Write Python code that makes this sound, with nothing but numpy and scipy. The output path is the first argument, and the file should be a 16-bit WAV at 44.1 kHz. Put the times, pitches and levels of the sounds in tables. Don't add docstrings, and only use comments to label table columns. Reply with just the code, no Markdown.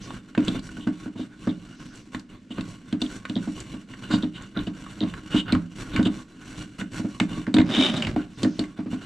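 import sys
import numpy as np
from scipy import signal
from scipy.fft import rfft, irfft, next_fast_len
from scipy.io import wavfile
from scipy.ndimage import uniform_filter1d

SR = 44100
rng = np.random.default_rng(int(sys.argv[2]) if len(sys.argv) > 2 else 0)


def dump_mix(stems):
    frames = np.atleast_2d(stems).T
    limited = np.clip(frames, -1, 1)
    pcm = np.round(limited * 32767).astype(np.int16)
    wavfile.write(sys.argv[1], SR, pcm)


N = 399501

# frequency in Hz, relative level in dB.
SNAP_SPECTRUM = [(300, 20.5), (1500, 11), (4800, 6.5), (5500, -3.5), (6400, 2), (8000, 4), (15000, -26)]
HISS_SPECTRUM = [(2000, -1), (4000, -2), (7800, -0.5), (9000, -10), (11000, -15), (15000, -51)]
GRIND_SPECTRUM = [(200, -35), (560, 22), (900, 11.5), (1450, 11), (4000, -1), (5000, -0.5), (10000, -20),
                  (15000, -49)]


def knocks(ring_db=4.5, rise_s=0.00075, clack_db=-20, clack_t60=0.14):
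    # start in seconds, level in dB, pitch of the thud in Hz.
    blows = [(0.376, -12.5, 271), (0.48, -18.5, 250), (0.548, -22, 290), (0.781, -30.5, 235),
             (0.869, -16.5, 216), (1.059, -26.5, 252), (1.156, -28, 197), (1.194, -24, 253),
             (1.471, -14.5, 235), (2.145, -28.5, 243), (2.505, -30.5, 241), (2.584, -22.5, 209),
             (2.926, -18, 217), (3.017, -19, 288.3), (3.296, -23, 217), (3.361, -17.5, 202),
             (3.473, -21.5, 234), (3.738, -26.5, 201), (4.103, -20.5, 314), (4.136, -13, 196),
             (4.231, -19, 224), (4.567, -20, 201), (4.672, -20.5, 217), (5.009, -19.5, 313.6),
             (5.028, -16.5, 196), (5.343, -11.5, 263), (5.524, -12, 248), (5.548, -14, 124),
             (5.951, -22, 260), (5.992, -11, 238), (6.059, -13, 218), (6.816, -24.5, 190),
             (6.996, -22, 226), (7.046, -21, 220), (7.209, -14, 216), (7.309, -24, 172), (7.373, -24, 234),
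             (7.475, -18.5, 242), (7.541, -11, 226), (7.564, -13.5, 309), (7.583, -9.5, 297.6),
             (7.599, -15.5, 276), (7.776, -15.5, 233), (8.161, -15, 293), (8.432, -16, 244),
             (8.451, -14.5, 262), (8.591, -16, 302), (8.788, -21, 220), (8.86, -24, 220),
             (8.928, -20.5, 233)]
    out, t = np.zeros(N), np.arange(SR // 4) / SR
    give = 1 - np.exp(-t / rise_s)
    for start, db, pitch_hz in blows:
        noise = rng.standard_normal(len(t))
        clack = unit_rms(filtered(noise, lambda hz: colour(GRIND_SPECTRUM, hz) * band(hz, 820, q=0.28)))
        clack *= give * amp(clack_db - 60 * t / clack_t60)
        add(out, start, amp(db) * give * (amp(ring_db) * table_ring(pitch_hz) + clack))
    return out


def table_ring(centre_hz, q=1.76, uneven_db=3):
    # frequency in Hz, level in dB, time to fall 60 dB in seconds.
    machine_modes = [(200, -1.5, 0.065), (303.8, 4, 0.054), (402, -21.5, 0.22)]
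    table_modes = [(98.3, -9.5, 0.14), (172, -13.5, 0.37), (254.3, -6, 0.17), (297.8, 0.5, 0.15),
                   (480, -23.5, 0.12), (573, -16.5, 0.1), (682, -16, 0.15), (955, -16, 0.097)]
    t = np.arange(SR // 4) / SR
    out = np.zeros(len(t))
    for direction, modes in (1, machine_modes), (-1, table_modes):
        for hz, db, t60 in modes:
            decay = amp(db + uneven_db * rng.uniform(-0.48, 1) - 60 * t / t60)
            out += direction * abs(band(hz, centre_hz, q)) * decay * np.sin(2 * np.pi * hz * t)
    return out


def bumps(hz=85, t60=0.12):
    # start in seconds, level in dB.
    landings = [(5.135, -26), (5.538, -18.5), (5.98, -15), (7.585, -16), (8.06, -19)]
    out, t = np.zeros(N), np.arange(SR // 4) / SR
    rise = np.minimum(t * hz, 1)
    for start, db in landings:
        add(out, start, amp(db - 60 * t / t60) * rise * np.sin(2 * np.pi * hz * t))
    return out


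def snaps(level_db=-4, rise_s=0.00067, crack_t60=0.015, tail_db=-20, tail_t60=0.033,
          bounce_s=0.006, bounce_db=-17):
    # start in seconds, level in dB, centre frequency in Hz.
    cracks = [(0.105, -28.5, 1050), (0.3495, -26.5, 1680), (0.377, -24, 2300), (0.449, -37.5, 6540),
              (0.4807, -19, 3550), (0.593, -37, 4210), (0.69, -34.5, 1450), (0.768, -35, 1440),
              (0.8729, -28.5, 1490), (1.472, -30.5, 1210), (1.956, -44, 6950), (2.1467, -23, 1820),
              (2.195, -40, 5000), (2.582, -28.5, 1060), (2.609, -31, 3400), (2.926, -28.5, 3400),
              (3.017, -21.5, 4230), (3.0625, -32.5, 3300), (3.252, -25.5, 1820), (3.296, -29, 3410),
              (3.602, -33, 6950), (3.936, -34, 1740), (4.422, -42.5, 6500), (4.6714, -39, 3240),
              (4.863, -33, 1140), (5.1383, -27, 1630), (5.5218, -19.5, 3940), (5.529, -27, 2000),
              (5.5495, -21, 1420), (5.9615, -19.5, 2180), (5.977, -22, 1570), (5.993, -29, 1520),
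              (6.028, -30.5, 3840), (6.81, -29, 1660), (7.1997, -14, 2140), (7.467, -27, 1680),
              (7.5412, -17, 4060), (7.5655, -22, 1770), (7.585, -18.5, 2230), (7.602, -23, 2000),
              (7.616, -28, 2000), (8.0223, -17, 2748), (8.048, -23.5, 2640), (8.0695, -22.5, 2262),
              (8.1623, -20, 780), (8.431, -22.5, 4430), (8.446, -26.5, 1950), (8.5926, -19, 4380),
              (8.639, -33.5, 1960)]
    out, t = np.zeros(N), np.arange(SR // 8) / SR
    decay = amp(-60 * t / crack_t60) + amp(tail_db - 60 * t / tail_t60)
    envelope = (1 - np.exp(-t / rise_s)) * decay
    envelope += amp(bounce_db) * np.interp(t - bounce_s, t, envelope, left=0)
    for start, db, centre_hz in cracks:
        burst = rng.choice([-1, 1], len(t)) * envelope
        ring = filtered(burst, lambda hz: band(hz, centre_hz, q=1.4) + 3.5 * band(hz, centre_hz, q=6))
        crack = filtered(ring, lambda hz: colour(SNAP_SPECTRUM, hz) * (1 + 0.5 * frame(hz)))
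        add(out, start, amp(db + level_db) * unit_burst(crack))
    return out


def frame(hz):
    # frequency in Hz, width in Hz, level in dB.
    frame_modes = [(1084, 41, 12.5), (1496, 70, 10), (2070, 32, 1), (2918, 78, 10), (3690, 100, 5.5),
                   (7480, 1000, 0.5)]
    return resonances(hz, frame_modes)


def chatter(pitch_hz=3610, q=5.6, rise_s=0.00052, t60=0.01, per_bounce_db=-2.5):
    # start in seconds, length in seconds, level in dB, seconds between bounces.
    rattles = [(0.481, 0.012, -27.5, 0.0064), (1.492, 0.022, -38.5, 0.0078), (3.016, 0.01, -27, 0.0055),
               (3.355, 0.025, -32, 0.01), (4.225, 0.022, -34.5, 0.0081), (4.572, 0.025, -31, 0.018),
               (5.005, 0.035, -29.5, 0.01), (7.568, 0.055, -26, 0.015)]
    out, t = np.zeros(N), np.arange(SR // 16) / SR
    envelope = (1 - np.exp(-t / rise_s)) * amp(-60 * t / t60)
    for start, length, db, gap in rattles:
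        for bounce, delay in enumerate(np.arange(0, length, gap)):
            burst = rng.choice([-1, 1], len(t)) * envelope
            clack = filtered(burst, lambda hz: colour(SNAP_SPECTRUM, hz) * band(hz, pitch_hz, q) ** 2)
            add(out, start + delay, amp(db + per_bounce_db * bounce) * unit_burst(clack))
    return out


def drag(squeal_db=-22, grind_db=-30, shudder_db=-21, slow_hz=74.3, fast_hz=289.8):
    # time in seconds, relative speed.
    shoves = [(7.635, 0.062), (7.755, 0.98), (7.79, 0.84), (7.85, 1.03), (7.928, 0.63), (8.03, 0.56),
              (8.16, 0.018)]
    # frequency in Hz, width in Hz, level in dB.
    scrape_modes = [(2380, 45, -12), (3060, 81, -2.5), (3360, 46, -7.5), (3685, 160, -0.5), (3780, 89, -13)]
    speed = np.interp(np.arange(N) / SR, *np.transpose(shoves), left=0, right=0)
    pitch_hz = slow_hz + (fast_hz - slow_hz) * speed
    grains = friction(per_s=2200, spread_db=1, clump_db=2.2, clump_s=0.005)
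    jerks = blend(judder(pitch_hz), grains, regular_share=0.15)
    squeal = filtered(jerks, lambda hz: resonances(hz, scrape_modes) / (1 + (hz / 3950) ** 20))
    squeal += 0.021 * coloured(jerks, HISS_SPECTRUM)
    grind = coloured(jerks, GRIND_SPECTRUM)
    shudder = resonate(resonate(grains, pitch_hz, width_hz=150), pitch_hz, width_hz=150)
    return (amp(squeal_db) * speed ** 4.6 * unit_rms(squeal)
            + amp(grind_db) * speed ** 0.98 * unit_rms(grind)
            + amp(shudder_db) * speed ** 0.52 * unit_rms(shudder))


def rubbing(rumble_db=-23, sway_db=4, sway_hz=12.4):
    # frequency in Hz, relative level in dB.
    finger_spectrum = [(300, 22.5), (550, 9), (1450, -13), (2100, 2.5), (4300, -5), (5500, -33),
                       (9000, -28.5)]
    # frequency in Hz, width in Hz, level in dB.
    belt_modes = [(1109, 72, 9.5), (1463, 164, 14), (2878, 133, 11), (3560, 63, 7), (3990, 41, 4)]
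    rub_gain, hiss_gain = finger_pressure()
    grains = friction(per_s=5000, spread_db=2.8, clump_db=1.6, clump_s=0.014)
    belt = np.zeros(N)
    for mode in belt_modes:
        ring = filtered(grains, lambda hz: resonances(hz, [mode]) / (1 + (hz / 5000) ** 4))
        belt += ring * amp(sway_db * drift(sway_hz))
    rub = unit_rms(coloured(grains, finger_spectrum) + 1.12 * belt)
    echoes = rng.standard_normal(192)
    hollow = grains + signal.oaconvolve(grains, echoes / np.linalg.norm(echoes))[:N]
    hiss = unit_rms(coloured(hollow, HISS_SPECTRUM))
    rumble = unit_rms(signal.oaconvolve(grains, table_ring(centre_hz=212, q=2.9))[:N])
    return rub_gain * rub + hiss_gain * hiss + amp(rumble_db) * np.sqrt(rub_gain) * rumble


def finger_pressure(attack_s=0.02, release_s=0.067, build_db=5,
                    grip_rub_db=-52.5, grip_hiss_db=-64, sway_db=4, rest_db=-9):
    # start in seconds, length in seconds, rub level in dB, hiss level in dB.
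    strokes = [(0.0, 0.17, -40.5, -54), (0.386, 0.18, -35, -53.5), (0.614, 0.059, -48, -50.5),
               (0.912, 0.12, -45.5, -57), (1.411, 0.036, -50, -59), (1.781, 0.029, -41, -55),
               (1.931, 0.036, -45, -50.5), (2.112, 0.042, -38.5, -51.5), (2.285, 0.065, -45, -79),
               (2.559, 0.025, -32.5, -68), (2.659, 0.055, -46.5, -52), (2.994, 0.17, -41, -48.5),
               (3.297, 0.29, -50, -54.5), (3.535, 0.063, -36, -50), (3.616, 0.13, -42, -54.5),
               (3.87, 0.31, -43.5, -57), (4.08, 0.15, -43, -57), (4.34, 0.09, -41, -59),
               (4.54, 0.07, -34.5, -64), (4.726, 0.2, -44, -54.5), (4.952, 0.23, -42, -58),
               (5.293, 0.085, -35, -48), (5.453, 0.061, -33.5, -75), (5.745, 0.079, -37, -46.5),
               (5.892, 0.095, -31.5, -56), (6.11, 0.089, -42.5, -52), (6.435, 0.088, -42, -50.5),
               (6.554, 0.062, -38.5, -47.5), (6.776, 0.019, -34, -44.5), (6.908, 0.083, -36.5, -46),
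               (7.018, 0.22, -50, -54), (7.273, 0.14, -39, -53.5), (8.127, 0.097, -41, -62.5),
               (8.365, 0.064, -36.5, -49.5), (8.755, 0.025, -44, -63), (8.897, 0.034, -36, -49)]
    rests = [(0.25, 0.28), (2.21, 2.29), (2.379, 2.49)]
    now = np.arange(N) / SR
    resting = sum(1.0 * ((now > start) & (now < end)) for start, end in rests)
    creep_db = sway_db * drift(rate_hz=13.5) + rest_db * uniform_filter1d(resting, size=1024)
    rub_power, hiss_power = amp(grip_rub_db + creep_db) ** 2, amp(grip_hiss_db + creep_db) ** 2
    for start, length, rub_db, hiss_db in strokes:
        t = np.arange(0, length + release_s, 1 / SR)
        take_hold = np.minimum(t / attack_s, 1)
        press = amp(build_db * (np.minimum(t / length, 1) - 1))
        let_go = np.minimum(1 - (t - length) / release_s, 1) ** 2
        envelope = take_hold * press * let_go
        add(rub_power, start, (amp(rub_db) * envelope) ** 2)
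        add(hiss_power, start, (amp(hiss_db) * envelope) ** 2)
    return np.sqrt(rub_power), np.sqrt(hiss_power)


def scrapes():
    # start in seconds, length in seconds, level in dB, centre in Hz, sharpness as Q.
    rasps = [(0.789, 0.079, -54.5, 3200, 5.5), (1.156, 0.1, -55, 3540, 2), (2.501, 0.034, -47.5, 3060, 3.8),
             (4.093, 0.065, -39.5, 1300, 1.2), (4.099, 0.079, -40, 4100, 2.3),
             (4.331, 0.065, -49.5, 2900, 1.8), (4.663, 0.026, -47, 3180, 1.7),
             (5.304, 0.09, -41.5, 2970, 3.2), (5.354, 0.069, -34.5, 3200, 3.3),
             (5.924, 0.038, -48, 3600, 3.3), (6.043, 0.04, -36.5, 3300, 4), (7.96, 0.021, -36.5, 3640, 6.9)]
    jerks = judder(pitch_hz=232)
    grains = friction(per_s=6300, spread_db=2, clump_db=1, clump_s=0.0063)
    scrape = blend(jerks, grains, regular_share=0.4)
    out = np.zeros(N)
    for start, length, db, centre_hz, q in rasps:
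        stroke = swell(scrape, start, length, taper=0.7)
        stroke = np.pad(stroke, (0, len(stroke)))
        rasp = filtered(stroke, lambda hz: colour(SNAP_SPECTRUM, hz) * (0.88 + frame(hz))
                        * (0.093 + abs(band(hz, centre_hz, q)) ** 2))
        add(out, start, amp(db) * unit_rms(rasp))
    return out


def swishes(low_hz=3900, high_hz=6600):
    # start in seconds, length in seconds, level in dB.
    glides = [(0.0, 0.082, -49), (1.615, 0.52, -60.5), (8.268, 0.47, -56.5)]
    out, noise = np.zeros(N), rng.standard_normal(N)
    hiss = filtered(noise, lambda hz: hz ** 2 / (hz ** 2 + low_hz ** 2) / (1 + (hz / high_hz) ** 20))
    hiss = unit_rms(hiss)
    for start, length, db in glides:
        add(out, start, amp(db) * swell(hiss, start, length, taper=0.8))
    return out


def friction(per_s, spread_db, clump_db, clump_s):
    size = amp(spread_db * np.minimum(rng.exponential(1, N), 4)) * rng.standard_normal(N)
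    knots = np.arange(0, N / SR + 1, clump_s)
    clumps = np.interp(np.arange(N) / SR, knots, rng.standard_normal(8192)[:len(knots)])
    slipping = rng.random(N) < per_s / SR
    return size * slipping * amp(clump_db * clumps)


def judder(pitch_hz, waver=0.02, waver_hz=45, uneven_db=3.5):
    rate_hz = pitch_hz * (1 + waver * drift(waver_hz))
    cycles = np.floor(np.cumsum(rate_hz) / SR)
    size = amp(uneven_db * rng.uniform(-0.88, 1, N))
    return np.diff(cycles, prepend=0) * unit_rms(size) * np.sqrt(SR / pitch_hz)


def room_echo(x, delay_s=0.007):
    # frequency in Hz, time to fall 60 dB in seconds.
    decay_times = [(300, 0.33), (4000, 0.15), (10000, 0.23)]
    hz, t, bands = signal.stft(rng.standard_normal(SR // 2), SR, nperseg=256)
    decay = amp(-60 * t / curve_at(decay_times, hz)[:, None])
    _, tail = signal.istft(bands * decay, SR, nperseg=256)
    tail = np.pad(tail / np.linalg.norm(tail), (round(delay_s * SR), 0))
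    return signal.oaconvolve(x, tail)[:N]


def room_tone(level_db=-52):
    # frequency in Hz, relative level in dB.
    air_spectrum = [(12, -53), (20, -17), (103, -18), (242, 1), (841, -36), (1460, -30), (1880, -30),
                    (7720, -42), (15000, -78)]
    return amp(level_db) * unit_rms(coloured(rng.standard_normal(N), air_spectrum))


def microphones(x, reflected=0.71, delay_s=0.003, diffuse=0.22, balance_db=-0.82):
    # frequency in Hz, gain of the side signal in dB.
    side_spectrum = [(250, -17.5), (1000, -7.5), (8000, -8), (12000, -2)]
    reflection = np.pad(x, (round(delay_s * SR), 0))[:N]
    side = coloured(reflected * reflection + diffuse * room_echo(x), side_spectrum)
    return np.array([(x + side) * amp(balance_db / 2), (x - side) * amp(-balance_db / 2)])


def amp(db):
    return 10 ** (np.asarray(db) / 20)


def unit_rms(x):
    return x / np.sqrt(np.mean(x ** 2) + 1e-20)


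def unit_burst(x):
    return x / np.sqrt(uniform_filter1d(x ** 2, size=128).max())


def add(mix, start, sound):
    part = mix[round(start * SR):][:len(sound)]
    part += sound[:len(part)]


def blend(jerks, grains, regular_share):
    return np.sqrt(regular_share) * jerks + np.sqrt(1 - regular_share) * unit_rms(grains)


def swell(x, start, length, taper):
    part = x[round(start * SR):][:round(length * SR)]
    return part * signal.windows.tukey(len(part), taper)


def drift(rate_hz):
    return unit_rms(filtered(rng.standard_normal(N), lambda hz: np.exp(-(hz / rate_hz) ** 2)))


def filtered(x, gain):
    size = next_fast_len(len(x) + 4096)
    hz = np.fft.rfftfreq(size, 1 / SR)
    return irfft(rfft(x, size) * gain(hz), size)[:len(x)]


def curve_at(points, hz):
    points_hz, values = np.transpose(points)
    return np.interp(np.log(hz + 1), np.log(points_hz + 1), values)


def colour(spectrum, hz):
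    return amp(curve_at(spectrum, hz))


def coloured(x, spectrum):
    return filtered(x, lambda hz: colour(spectrum, hz))


def band(hz, centre_hz, q):
    return 1 / (1 + 1j * q * (hz / centre_hz - centre_hz / (hz + 1)))


def resonances(hz, modes):
    return sum(amp(db) / (1 + 2j * (hz - centre_hz) / width_hz) for centre_hz, width_hz, db in modes)


def resonate(x, hz, width_hz):
    turn = np.exp(2j * np.pi * np.cumsum(hz) / SR)
    pole = np.exp(-np.pi * width_hz / SR)
    return (turn * signal.lfilter([1 - pole], [1, -pole], x / turn)).real


def scene(thud_echo_db=-10, plastic_echo_db=-11):
    thuds = knocks() + bumps()
    plastic = snaps() + chatter() + swishes() + rubbing() + scrapes() + drag()
    echo = room_echo(amp(thud_echo_db) * thuds + amp(plastic_echo_db) * plastic)
    return microphones(thuds + plastic + echo + room_tone())


def record(dry, low_cut_hz=15, high_cut_hz=15050):
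    low_cut = signal.butter(1, low_cut_hz, "highpass", fs=SR, output="sos")
    high_cut = signal.firwin(511, high_cut_hz, window=("kaiser", 9), fs=SR)
    return signal.oaconvolve(signal.sosfilt(low_cut, dry), high_cut[None], "same")


dry = scene()
out = record(dry)
dump_mix(out)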